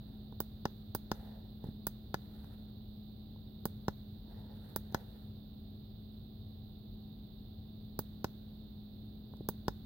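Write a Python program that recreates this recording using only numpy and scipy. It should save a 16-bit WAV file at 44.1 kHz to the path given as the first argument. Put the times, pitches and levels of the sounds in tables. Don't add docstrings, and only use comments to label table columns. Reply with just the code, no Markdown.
import sys
import numpy as np
from scipy import signal
from scipy.fft import rfft, irfft
from scipy.io import wavfile
from scipy.ndimage import uniform_filter1d

SR = 44100
rng = np.random.default_rng(int(sys.argv[2]) if len(sys.argv) > 2 else 0)


def output_pcm(signal):
    pcm = np.clip(np.atleast_2d(signal).T, -1, 1) * 32767
    wavfile.write(sys.argv[1], SR, np.round(pcm).astype(np.int16))


N = 434385

# (down time [s], back up time [s], knock level [dB],
# upper case mode level [dB], upward tick level [dB], upward tick tilt [dB per octave])
BUTTON_STROKES = [(.403, 0.6539, -4, 1.5, -1, -4), (0.949, 1.1153, -5.5, 4.5, 2.5, -2),
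                  (1.8682, 2.142, -7.5, 7.5, 1, -2.5), (3.6545, 3.8817, -2, -0.5, -1, -2),
                  (4.761, 4.9454, -5.5, 7, 4.5, -1), (7.9904, 8.2435, -4, -0.5, 2.5, 0),
                  (9.4876, 9.681, -1.5, -1.5, 2, -1)]
# (frequency [Hz], left level [dB], right level [dB])
PRESS_TICK_COLOUR = [(1800, -32, -44), (2520, -41, -19), (3480, -14, -13), (5000, -4.5, -18),
                     (6070, -24, -16), (6220, -4, -11), (7000, -23, -18.5), (8570, -10.5, -9.5),
                     (10000, -33, -8), (11650, -3, -2.5), (13200, -27, -8), (13900, -14, 3.5),
                     (15300, 1, 2), (16500, -20, 19)]
# (frequency [Hz], left level [dB], right level [dB])
RELEASE_TICK_COLOUR = [(1850, -20, -33), (2710, -45, -13.5), (3330, -10.5, -18.5), (4400, -13, -11.5),
                       (5160, -4.5, -14), (5470, -27.5, -15), (6200, -7.5, -23), (6920, -26, -22),
                       (10850, -38, -25.5), (12700, -21, -11.5), (13400, -28, -17), (15700, -21, -13),
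                       (16500, -23, -14)]
# (frequency [Hz], decay by 60 dB [s], left level [dB], right level [dB])
CASE_MODES = [(117, 0.12, -48, -46), (213, 0.029, -24.5, -23), (353.5, 0.02, -28, -29.5),
              (428, 0.023, -29, -27.5), (573, 0.022, -33, -32), (827, 0.021, -27.5, -28),
              (915, 0.018, -44, -24), (1037, 0.016, -25.5, -37.5), (1333, 0.037, -38, -50.5),
              (1465, 0.021, -28, -34.5), (1710, 0.025, -30.5, -42), (2020, 0.036, -66, -41)]
# (time [s], knock level [dB], contact time [s], lowest case mode level [dB], tick level [dB])
CASE_TOUCHES = [(.325, -21, 0.00095, 6, -34), (1.641, -12, 0.0014, 5, -22), (1.656, -2, 0.0068, 0, -45),
                (1.669, -14, 0.00193, 0.5, -37), (1.686, -9.5, 0.0029, 5, -39),
                (2.444, -32, 0.00055, 5, -29), (3.361, -25.5, 0.0012, 3, -44),
                (4.924, -20, 0.0014, -2, -19), (9.337, -20.5, 0.00095, 6.5, -36),
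                (9.369, -37, 0.00076, 0, -24), (9.407, -6.5, 0.0021, -20, -46)]
# (centre time [s], half length to 1/e [s], dull rub level [dB], fine skin hiss level [dB])
HAND_SLIDES = [(0.058, 0.34, -72.5, -80), (1.2, 0.08, -67, -71), (1.303, 0.17, -63, -79),
               (1.672, 0.049, -61.5, -68), (2.417, 0.25, -69, -71.5), (4.38, 0.11, -61, -73),
               (4.511, 0.042, -63, -81.5), (4.68, 0.14, -68.5, -70.5), (4.975, .05, -61, -72),
               (5.077, 0.25, -70.5, -73.5)]
# (frequency [Hz], level [dB])
RUB_COLOUR = [(250, -10), (480, 6), (630, 2), (800, 3.5), (960, -3), (1150, -18), (1550, -16.5),
              (1850, -11), (2300, -32.5), (5000, -25), (9000, -59.5)]
# (frequency [Hz], level [dB])
SKIN_COLOUR = [(900, -5.5), (1350, 10), (1900, 3), (2300, -5.5), (3000, -0.5), (6500, -16.5), (9500, -9),
               (12500, -1.5), (16000, -5.5)]
# (frequency [Hz], level [dB])
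HUSH_COLOUR = [(300, -9), (900, 0), (1500, 6.5), (2500, -6), (6000, -9.5), (9500, -16), (12000, -3.5),
               (14500, 1), (16000, 4)]
# (frequency [Hz], level [dB rms])
HUM_TONES = [(97, -62), (212.3, -53.5), (388, -77.5), (425, -77.5), (582, -93), (646, -82), (775, -81.5)]
# (frequency [Hz], density [dB per Hz])
CABIN_RUMBLE = [(10, -102), (30, -93), (38, -74), (49, -71.5), (70, -73), (110, -70), (150, -77.5),
                (220, -79), (300, -85.5), (450, -95), (700, -102), (1000, -110), (1500, -118), (3000, -135),
                (6000, -160)]
# (frequency [Hz], left density [dB per Hz], right density [dB per Hz])
THIN_HISS = [(1500, -117, -117), (2420, -119, -120), (2895, -114, -108), (3160, -113, -107),
             (3685, -107, -92), (4185, -109, -95.5), (4704, -114, -104), (5710, -127, -134),
             (6470, -133, -134), (9900, -133, -132.5), (12100, -124, -121), (13560, -121, -116),
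             (14140, -112.5, -103), (15300, -113, -104.5)]

PRESS_TICK_DB, PRESS_TILT_DB = -2.3, -0.5
TICK_PER_UPPER = 0.18
RELEASE_KNOCK_DB, RELEASE_UPPER_DB = 4, 3.5
PRESS_RING_DB = -11
TOP_HZ = 15900


def strokes():
    presses, releases = [], []
    for down_s, up_s, knock_db, upper_db, tick_db, tilt_db in BUTTON_STROKES:
        press_tick_db = PRESS_TICK_DB + TICK_PER_UPPER * upper_db
        presses.append((down_s, knock_db, upper_db, press_tick_db, PRESS_TILT_DB))
        release_knock_db = knock_db + RELEASE_KNOCK_DB
        releases.append((up_s, release_knock_db, upper_db + RELEASE_UPPER_DB, tick_db, tilt_db))
    return presses, releases


def clicks(rows, direction, spectrum, crack_t60, ring_t60, ring_db, knock_db, recoil_db):
    travel_s = 0.001098
    out = np.zeros((2, N))
    for s, level_db, upper_db, tick_db, tilt_db in rows:
        snap = tick(spectrum, crack_t60, ring_t60, ring_db, tilt_db)
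        recoil = knock(0.00065, upper_db)
        stop = knock(0.00067, upper_db)
        add(out, s, undb(tick_db) * snap)
        add(out, s, -direction * undb(level_db + recoil_db) * recoil)
        add(out, s + travel_s, direction * undb(level_db + knock_db) * stop)
    return out


def tick(spectrum, crack_t60, ring_t60, ring_db, tilt_db=0.0):
    t = np.arange(SR // 10) / SR
    shape = fade(t, crack_t60) + undb(ring_db) * fade(t, ring_t60)
    burst = rfft(noise_pair(len(t), 0) * shape, 2 * len(t))
    band_power = uniform_filter1d(np.abs(burst) ** 2, 300)
    burst = burst / np.sqrt(band_power)
    octaves = np.log2(np.linspace(1, SR / 2, burst.shape[1]) / 8000)
    tilted = irfft(burst * undb(tilt_db * np.maximum(octaves, -2)))
    snap = colour(tilted, spectrum)
    return np.roll(snap, SR // 4000, axis=1)[:, :len(t)]


def knock(contact_s, upper_db=0.0, low_db=0.0):
    scatter, scatter_db = 0.013, 0.96
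    left_lag_s = 0.00015
    t = np.arange(SR // 10) / SR
    hz, t60, *ears_db = np.transpose(CASE_MODES)
    detune, vary = rng.standard_normal((2, len(hz)))
    mode_hz = hz * (1 + scatter * detune)
    modes = np.sin(2 * np.pi * mode_hz[:, None] * t) * fade(t, t60[:, None])
    drive_db = low_db * (hz < 280) + upper_db * np.interp(hz, [500, 1500], [0, 1])
    ring = undb(np.array(ears_db) + drive_db + scatter_db * vary) @ modes
    arrival = t - np.array([[left_lag_s], [0]])
    push = np.sin(np.pi * np.clip(arrival / contact_s, 0, 1)) ** 2
    return signal.fftconvolve(ring, push / push[1].sum(), axes=1)[:, :len(t)]


def touches():
    out = np.zeros((2, N))
    for s, knock_db, contact_s, low_db, tick_db in CASE_TOUCHES:
        skin_knock = knock(contact_s, upper_db=-0.5, low_db=low_db)
        nail = tick(RELEASE_TICK_COLOUR, crack_t60=0.0037, ring_t60=0.025, ring_db=-16, tilt_db=4.0)
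        add(out, s, -undb(knock_db) * skin_knock)
        add(out, s, undb(tick_db) * nail)
    return out


def slides(grain_db=1.0, skin_grain_db=2.5):
    t = np.arange(N) / SR
    catch = walk(90)
    rub_grain = undb(grain_db * catch + 2 * walk(900))
    rub = colour(noise_pair(N, 0.56) * rub_grain, RUB_COLOUR)
    skin = colour(noise_pair(N, 0) * undb(skin_grain_db * catch), SKIN_COLOUR)
    rub, skin = rub / rub.std(), skin / skin.std()
    out = np.zeros((2, N))
    for s, half_s, rub_db, skin_db in HAND_SLIDES:
        swell = np.exp(-((t - s) / half_s) ** 2)
        out += swell * (undb(rub_db) * rub + undb(skin_db) * skin)
    return out


def hush(rows, db=-68.0, t60=1.7):
    t = np.arange(N) / SR
    power = sum((t > s) * fade(np.abs(t - s), t60) ** 2 for s, *_ in rows)
    air = colour(noise_pair(N, 0), HUSH_COLOUR)
    return undb(db) * np.sqrt(power) * air / air.std()


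def cabin(x, wall_db=-20.0, wall_t60=0.17):
    t = np.arange(SR // 3) / SR
    walls = noise_pair(len(t), 0.2) * fade(t, wall_t60) * (1 - fade(t, 0.02))
    walls = undb(wall_db) * walls / np.linalg.norm(walls[0])
    echo = signal.fftconvolve(x, walls, axes=1)[:, :N]
    return colour(echo, [(300, 2.5), (1500, -6.5), (7000, 3), (15000, 0.0)])


def hum(waver_hz=1.304, throb_db=1.05):
    tones = 0
    for hz, db in HUM_TONES:
        phase = 2 * np.pi * np.cumsum(hz + waver_hz * walk(7)) / SR
        level = np.sqrt(2) * undb(db + throb_db * walk(9))
        tones = tones + level * np.sin(phase)
    mid, side = rng.standard_normal((2, N)) * np.sqrt(SR / 2)
    side = colour(side, [(50, -20.5), (110, -16.5), (200, -13.5), (400, -3.5), (1000, 1.5)])
    return tones + colour(mid + side * np.array([[1], [-1]]), CABIN_RUMBLE)


def hiss():
    return colour(noise_pair(N, 0.06) * np.sqrt(SR / 2), THIN_HISS)


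def undb(db):
    return 10 ** (np.asarray(db) / 20)


def fade(t, t60):
    return np.exp(-np.log(1000) * t / t60)


def colour(x, points):
    hz, *columns = np.transpose(points)
    size = x.shape[-1]
    log_f = np.log(np.arange(size // 2 + 1) * SR / size + 1)
    gains_db = [np.interp(log_f, np.log(hz), column) for column in columns]
    return irfft(rfft(x) * undb(gains_db), size)


def noise_pair(size, likeness):
    mid, side = rng.standard_normal((2, size))
    c = np.clip(likeness, -1, 1)
    return np.sqrt((1 + c) / 2) * mid + np.sqrt((1 - c) / 2) * side * np.array([[1], [-1]])


def walk(rate):
    k = int(SR / rate)
    held = np.repeat(rng.standard_normal(N // k + 1), k)
    w = uniform_filter1d(uniform_filter1d(held, k), k)[:N]
    return w / w.std()


def add(out, s, sound):
    i = int(s * SR)
    out[:, i:i + sound.shape[-1]] += sound[:, :N - i]


def scene(low_cut_hz=55):
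    presses, releases = strokes()
    down = clicks(presses, -1.084, PRESS_TICK_COLOUR, crack_t60=0.005, ring_t60=0.045,
                  ring_db=PRESS_RING_DB, knock_db=-2.0, recoil_db=-15)
    up = clicks(releases, 0.94, RELEASE_TICK_COLOUR, crack_t60=0.0025, ring_t60=0.024,
                ring_db=3.0, knock_db=-1.0, recoil_db=-20)
    low_cut = signal.butter(2, low_cut_hz, "highpass", fs=SR, output="sos")
    device = signal.sosfilt(low_cut, down + up + touches())
    return device + cabin(device) + hush(presses + releases) + slides() + hum() + hiss()


def record(dry):
    return signal.sosfilt(signal.ellip(10, 0.2, 70, TOP_HZ, fs=SR, output="sos"), dry)


dry = scene()
out = record(dry)
output_pcm(out)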